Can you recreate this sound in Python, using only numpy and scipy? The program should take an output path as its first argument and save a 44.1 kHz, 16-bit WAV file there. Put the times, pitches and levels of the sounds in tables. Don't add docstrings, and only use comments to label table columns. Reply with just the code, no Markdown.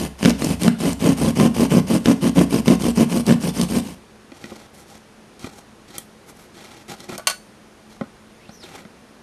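import sys
import numpy as np
from scipy import signal
from scipy.fft import rfft, irfft
from scipy.io import wavfile
from scipy.ndimage import uniform_filter1d

SR = 44100
rng = np.random.default_rng(int(sys.argv[2]) if len(sys.argv) > 2 else 0)


def generate_wav(signal):
    frames = np.transpose(np.atleast_2d(signal))
    scaled = np.clip(frames, -1, 1) * 32767
    pcm = np.round(scaled).astype(np.int16)
    wavfile.write(sys.argv[1], SR, pcm)


N = 406853
TIME = np.arange(N) / SR
EVENT_N = SR // 2
CRUNCH_DB_PER_DB = 0.54

# f/Hz, level/dB
HISS_EQ = [(1500, -29), (3300, -0.5), (5000, 4.5), (7000, -3.5), (7400, -7.5), (8600, 6.5), (10000, 1.5),
           (11000, -1.5), (12600, 0), (14000, 4)]
# f/Hz, level/dB
CRUNCH_EQ = [(30, -2), (200, 5.5), (600, 6.5), (900, 8), (1270, 1), (1700, -1), (2200, 0.5), (3100, 2.5),
             (3800, -16.5), (6000, -4), (12000, -18.5)]
# t/s, length/s, force/dB
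SAW_STROKES = [(-.04, 0.12, -12), (0.182, 0.072, -18.5), (0.221, .096, 0), (0.379, .175, -7.5),
               (0.594, 0.1, -2), (0.785, 0.15, -5.5), (0.992, 0.15, -0.5), (1.166, 0.15, -3),
               (1.351, 0.13, 2.5), (1.539, 0.13, -1), (1.695, 0.11, 2), (1.867, 0.12, -2),
               (2.042, 0.093, 2), (2.209, 0.089, -1.5), (2.348, .1, 2.5), (2.496, 0.11, -3),
               (2.649, .11, 1.5), (2.791, .125, -4.5), (2.951, 0.1, 2), (3.088, 0.13, -4.5),
               (3.254, 0.094, 3), (3.401, .11, -7.5), (3.536, 0.12, -5.5), (3.68, .126, -4.5),
               (3.814, .135, -24)]

def sawing(wall, slide_s=.03, snag_low_hz=1290, snag_high_hz=4960):
    out = np.zeros(N)
    for start, seconds, force_db in SAW_STROKES:
        add(out, start, stroke(start, seconds, force_db, wall))
        slide = colour(rng.standard_normal(EVENT_N) * arch(seconds + 2 * slide_s), HISS_EQ)
        add(out, start - slide_s, tooth_fill(force_db) * held(slide, -45, seconds))
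        for place, pitch, size in 2 * rng.random((2, 3)) - 1:
            db = -20 + CRUNCH_DB_PER_DB * force_db + 2 * size
            hz = snag_low_hz * (snag_high_hz / snag_low_hz) ** ((1 + pitch) / 2)
            add(out, start + seconds * (.5 + .3 * place), tooth_fill(force_db) * snag(db, hz, wall))
    return out


def stroke(start, seconds, force_db, wall, lean_db=2, wall_lag_s=.0046):
    speed = arch(seconds)
    lean = amp(lean_db * np.clip(TIME[:EVENT_N] / seconds, 0, 1))
    bites = tooth_bites(speed)
    crumble = (.89 + excite(bites, fade(.014))) * speed ** .25 * lean
    hiss = unit(colour(grains(9000, 4) * crumble, HISS_EQ)) + amp(-7) * unit(chips(crumble))
    crunch = colour(grains(4000, 3.5) * crumble, CRUNCH_EQ)
    drag_change = bites - uniform_filter1d(bites, SR // 100)
    drum = excite(drag_change * arch(seconds, wall_lag_s) ** .89 * lean ** 1.2, wall)
    sway = excite(rng.standard_normal(EVENT_N) * speed, ring(WALL_MODES[:2]))
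    past_mid_cut_s = start - 2
    crunch_db = -31 + CRUNCH_DB_PER_DB * force_db - .6 * past_mid_cut_s
    sway_db = -38 - 2.5 * past_mid_cut_s
    hiss_db = -31.5 + rng.uniform(-.2, .2)
    friction = tooth_fill(force_db) * (held(hiss, hiss_db, seconds) + held(sway, sway_db, seconds))
    return friction + held(crunch, crunch_db, seconds) + held(drum, force_db - 14, seconds)


def tooth_bites(speed, tooth_hz=260, spread_db=4):
    gap, depth = rng.standard_normal((128, 2)).T
    travel = np.cumsum(np.sqrt(speed)) * tooth_hz / SR
    teeth = np.cumsum(np.exp(.6 * gap))
    reached = teeth < travel[-1]
    bites = np.zeros(EVENT_N)
    bites[np.searchsorted(travel, teeth[reached])] = amp(spread_db * np.clip(depth[reached], -2, 1))
    return bites


def tooth_fill(force_db, full_db=-11.5):
    return np.tanh(amp(force_db - full_db))


def chips(crumble, count=170, low_hz=2300, high_hz=10500, spread_db=4):
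    out, size = np.zeros(N), SR // 25
    places, pitches = rng.random((2, count))
    gains = amp(spread_db * np.clip(rng.standard_normal(count), -2, 2))
    for place, pitch, gain in zip(places, pitches, gains):
        i = int(place * EVENT_N)
        hz = low_hz + (high_hz - low_hz) * pitch ** 1.2
        out[i:i + size] += crumble[i] * gain * fade(.015, size) * np.sin(2 * np.pi * hz * TIME[:size])
    return out[:EVENT_N]


# t/s, level/dB, brightness f/Hz
HARD_SNAGS = [(.229, -9.5, 2180), (0.2499, -8, 1700), (.257, -5.5, 1880), (0.296, -10.5, 5000),
              (0.306, -9, 2190), (.421, -14, 1490), (.445, -10.5, 6040), (.617, -19, 4500),
              (.634, -8, 4240), (.680, -6.5, 1400), (.931, -15, 5800), (1.015, -25, 1990),
              (1.399, -8.5, 1400), (2.058, -6.5, 2070), (2.074, -14.5, 1000), (2.242, -20, 1400),
              (2.383, -13, 1520), (2.68, -8, 2030), (2.822, -15.5, 2830), (3.266, -11.5, 7150),
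              (3.308, -15, 1620), (3.614, -7.5, 5000)]

def hard_snags(wall):
    out = np.zeros(N)
    for start, db, hz in HARD_SNAGS:
        add(out, start, snag(db, hz, wall))
    return out


def snag(db, hz, wall):
    return blow(burst(.009) + .1 * burst(.03), wall, db, hz, even_hz=1860)


def blow(noise, thud, db, hz, even_hz, db_per_octave=8):
    crack = colour(noise, [(hz / 4, -15), (hz, 0), (hz * 3, -10), (hz * 10, -34)])
    return peaked(crack, db) + peaked(thud, db - db_per_octave * np.log2(hz / even_hz))


# f/Hz, t60/s, resonance level/dB
WALL_MODES = [(66, 0.94, -4), (91.4, 0.4, -4), (117, 0.37, -35), (154.6, 0.59, -1), (180.4, 0.23, -2),
              (213.3, 0.074, 3), (233.3, 0.12, 2.5), (268.3, 0.26, 2), (313.7, 0.1, -8), (345.8, 0.14, -11),
              (405.6, 0.057, -13.5), (456, 0.08, -15), (520.6, 0.085, -10), (627, 0.018, -22),
              (665, 0.043, -38), (1021, 0.029, -15)]
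# f/Hz, level/dB
RADIATION_EQ = [(25, -30), (60, -11.5), (110, -6), (170, 2.5), (300, 2), (480, 4), (1200, -5.5)]

def hollow_wall():
    modes = [(hz, t60, db - 20 * np.log10(t60)) for hz, t60, db in WALL_MODES]
    return colour(ring(modes, in_step=True), RADIATION_EQ)


# f/Hz, level/dB
SCRAPE_EQ = [(40, -15), (110, 4), (400, 3.5), (750, -0.5), (1200, -6.5), (2000, -10.5), (3200, -14),
             (5500, -14), (8000, -16), (13000, -20)]
# t/s, length/s, level/dB, brightness f/Hz
BOARD_RUBS = [(4.339, 0.33, -46.5, 3900), (4.734, 0.11, -48.5, 10000), (4.862, 0.12, -48, 5800),
              (5.396, .11, -42.5, 4120), (5.509, 0.11, -48, 7250), (5.875, 0.16, -44.5, 4000),
              (6.262, .06, -46, 12500), (6.342, 0.13, -51, 12500), (6.533, 0.3, -45.5, 3260),
              (6.88, 0.074, -36, 3800), (6.964, 0.11, -45.5, 4030), (7.08, 0.084, -36.5, 2970),
              (7.896, 0.074, -51.5, 4500), (8.618, 0.21, -43, 2640)]

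def scrapes():
    out = np.zeros(N)
    for start, seconds, db, hz in BOARD_RUBS:
        grip = amp(2.9 * flutter(EVENT_N, SR // 80))
        rub = colour(grains(6000, 3.8) * grip * arch(seconds) ** .38, SCRAPE_EQ)
        rub = loose_piece(rub, ring_db=-10)
        rub = colour(rub, [(hz / 4, -6.8), (hz, 0), (hz * 4, -6.8)])
        add(out, start, held(rub, db, seconds))
    return out


# t/s, level/dB, brightness f/Hz
BOARD_KNOCKS = [(4.319, -32.5, 1400), (4.441, -24.5, 1870), (4.517, -38.5, 600), (5.394, -34, 5000),
                (5.443, -25, 1250), (5.469, -34, 950), (5.982, -11.5, 8500), (7.004, -27, 3480),
                (7.094, -31.5, 900), (7.124, -38.5, 600), (7.152, -26.5, 2600), (7.179, -17.5, 7700),
                (8.011, -22.5, 840), (8.492, -36, 900), (8.851, -34, 1400)]

def knocks(wall):
    out = np.zeros(N)
    thud_eq = [(100, -1.5), (190, -4.5), (260, 0), (340, -3.5), (480, -.5), (850, 5), (2000, -14)]
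    for start, db, hz in BOARD_KNOCKS:
        crack = loose_piece(burst(.018) + .1 * burst(.06), ring_db=-7)
        chatter = excite(burst(.035), wall * fade(.06))
        add(out, start, blow(crack, colour(chatter, thud_eq), db, hz, even_hz=1650))
    return out


# f/Hz, t60/s, level/dB
PIECE_MODES = [(430, .025, -12), (760, .03, -5), (870, .025, -5), (1180, .02, -5), (1500, .025, -5),
               (1900, .02, -4), (2450, .018, -3), (3100, .018, -4), (4500, .02, -7), (5350, .02, -7),
               (6600, .015, -11)]

def loose_piece(contact, ring_db):
    return unit(contact) + amp(ring_db) * unit(excite(contact, ring(PIECE_MODES)))


# f/Hz, t60/s, level/dB
BLADE_MODES = [(620, .11, -5), (722, .09, -13), (1130, .093, 0), (1490, .25, 1), (2000, .056, -6),
               (2270, .078, -4), (2750, .05, -5), (3150, .06, -3), (4200, .04, 2), (4480, .08, 1.5),
               (5100, .05, -8), (5970, .04, -2), (6200, .045, 2), (6650, .04, -2), (7100, .05, -4),
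               (8400, .035, -3), (8700, .03, 5), (8900, .035, 6), (10080, .04, -1), (12100, .04, -2)]
# t/s, level/dB, brightness f/Hz
BLADE_HITS = [(7.182, -22, 600), (7.195, -22.5, 670), (7.271, 0.1, 13000), (7.284, -12, 11800),
              (7.2981, -10, 12000), (7.309, -16.5, 9000)]

def clinks():
    out = np.zeros(N)
    after_ring = ring([(1450, .28, -7), (4500, .26, 3)])
    blade = peaked(ring(BLADE_MODES) * fade(.19), 0) + peaked(after_ring, -30)
    for start, db, hz in BLADE_HITS:
        scuff = colour(burst(.055), [(300, -20), (700, 0), (3000, 0), (9000, -4), (14000, -12)])
        hit = colour(blade + peaked(scuff, -3), [(hz, 0), (hz * 8, -26)])
        add(out, start, peaked(hit, db))
    return out


# t/s, thread-crossing f/Hz
SLEEVE_PITCH = [(8.39, 1710), (8.476, 3010), (8.505, 5000), (8.529, 6100), (8.609, 5160), (8.64, 3640),
                (8.68, 1890)]

def sleeve(start_db=-60, swell_db=16, patchy_db=5, wobble_hz=360, fade_s=.012):
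    times, hz = np.transpose(SLEEVE_PITCH)
    pitch = np.interp(TIME, times, hz) + wobble_hz * flutter(N, SR // 3000)
    phase = 2 * np.pi * np.cumsum(pitch) / SR
    zip_tone = np.sin(phase) + amp(-13) * np.sin(2 * phase)
    contact = np.clip(np.minimum(TIME - times[0], times[-1] - TIME) / fade_s, 0, 1)
    progress = np.clip((TIME - times[0]) / (times[-1] - times[0]), 0, 1)
    return zip_tone * contact * amp(start_db + swell_db * progress + patchy_db * flutter(N, SR // 100))


def room(x, wet_db, t60, treble_t60):
    tail = colour(burst(t60), [(150, 3.5), (800, 5), (2500, 5), (7000, 2)])
    tail += colour(burst(treble_t60), [(2000, -36), (6000, -13)])
    tail *= 1 - fade(.011)
    return x + amp(wet_db) * excite(x, tail / np.sqrt(np.sum(tail ** 2)))


# f/Hz, level/dB
AIR_EQ = [(15, -92), (25, -15), (88, -11.5), (164, -11), (214, -6.5), (263, -11.5), (370, -10),
          (694, -16.5), (1140, -19), (1560, -20.5), (3330, -27), (6760, -31), (7500, -35.5), (9250, -32.5),
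          (13000, -41.5)]

def background(air_db=-48.3, hum_hz=215, hum_db=-56, waver=.19):
    drift = unit(signal.sosfilt(signal.butter(2, 7, fs=SR, output="sos"), rng.standard_normal((2, N))))
    phase = 2 * np.pi * hum_hz * TIME
    hum = (1 + waver * drift[0]) * np.sin(phase) + waver * drift[1] * np.cos(phase)
    return amp(air_db) * unit(colour(rng.standard_normal(N), AIR_EQ)) + amp(hum_db) * unit(hum)


def amp(db):
    return 10 ** (np.asarray(db) / 20)


def unit(x):
    return x / np.sqrt(np.mean(x ** 2))


def peaked(x, db):
    return x * amp(db) / np.abs(x).max()


def held(x, db, seconds):
    return x * amp(db) * np.sqrt(seconds * SR / np.sum(x ** 2))


def add(out, start_s, x):
    i = int(start_s * SR)
    x, i = x[max(-i, 0):], max(i, 0)
    out[i:i + len(x)] += x[:N - i]


def excite(x, response):
    return signal.fftconvolve(x, response)[:len(x)]


def colour(x, points, size=4096):
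    hz, db = np.transpose(points)
    bin_hz = np.arange(size // 2 + 1) * SR / size
    log_gain = np.log(amp(np.interp(np.log(bin_hz + 1), np.log(hz), db)))
    cepstrum = irfft(log_gain)[:size // 2]
    cepstrum[1:] *= 2
    return excite(x, irfft(np.exp(rfft(cepstrum, size))))


def fade(t60, size=EVENT_N):
    return np.exp(-np.log(1000) * TIME[:size] / t60)


def ring(modes, in_step=False):
    sign = 1 if in_step else -1
    return sum(sign ** k * amp(db) * fade(t60) * np.sin(2 * np.pi * hz * TIME[:EVENT_N])
               for k, (hz, t60, db) in enumerate(modes))


def burst(t60):
    return fade(t60) * rng.standard_normal(EVENT_N)


def flutter(size, window):
    return unit(uniform_filter1d(rng.standard_normal(size), window))


def grains(rate_hz, spread_db):
    clicks = (rng.random(EVENT_N) < rate_hz / SR) * rng.choice([-1, 1], EVENT_N)
    return clicks * amp(spread_db * np.clip(rng.standard_normal(EVENT_N), -2, 2))


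def arch(seconds, delay_s=0):
    return np.sin(np.pi * np.clip((TIME[:EVENT_N] - delay_s) / seconds, 0, 1)).clip(0)


def scene():
    wall = hollow_wall()
    saw = room(sawing(wall) + hard_snags(wall), wet_db=-11, t60=.4, treble_t60=.77)
    handling = scrapes() + knocks(wall) + clinks() + sleeve()
    handling = room(handling, wet_db=-10.5, t60=.18, treble_t60=.5)
    return (saw + handling + background())[None]


def record(dry, ceiling=.8, top_hz=12900):
    lowpass = signal.ellip(10, .2, 80, top_hz, fs=SR, output="sos")
    return signal.sosfilt(lowpass, np.clip(dry, -ceiling, ceiling))


dry = scene()
out = record(dry)
generate_wav(out)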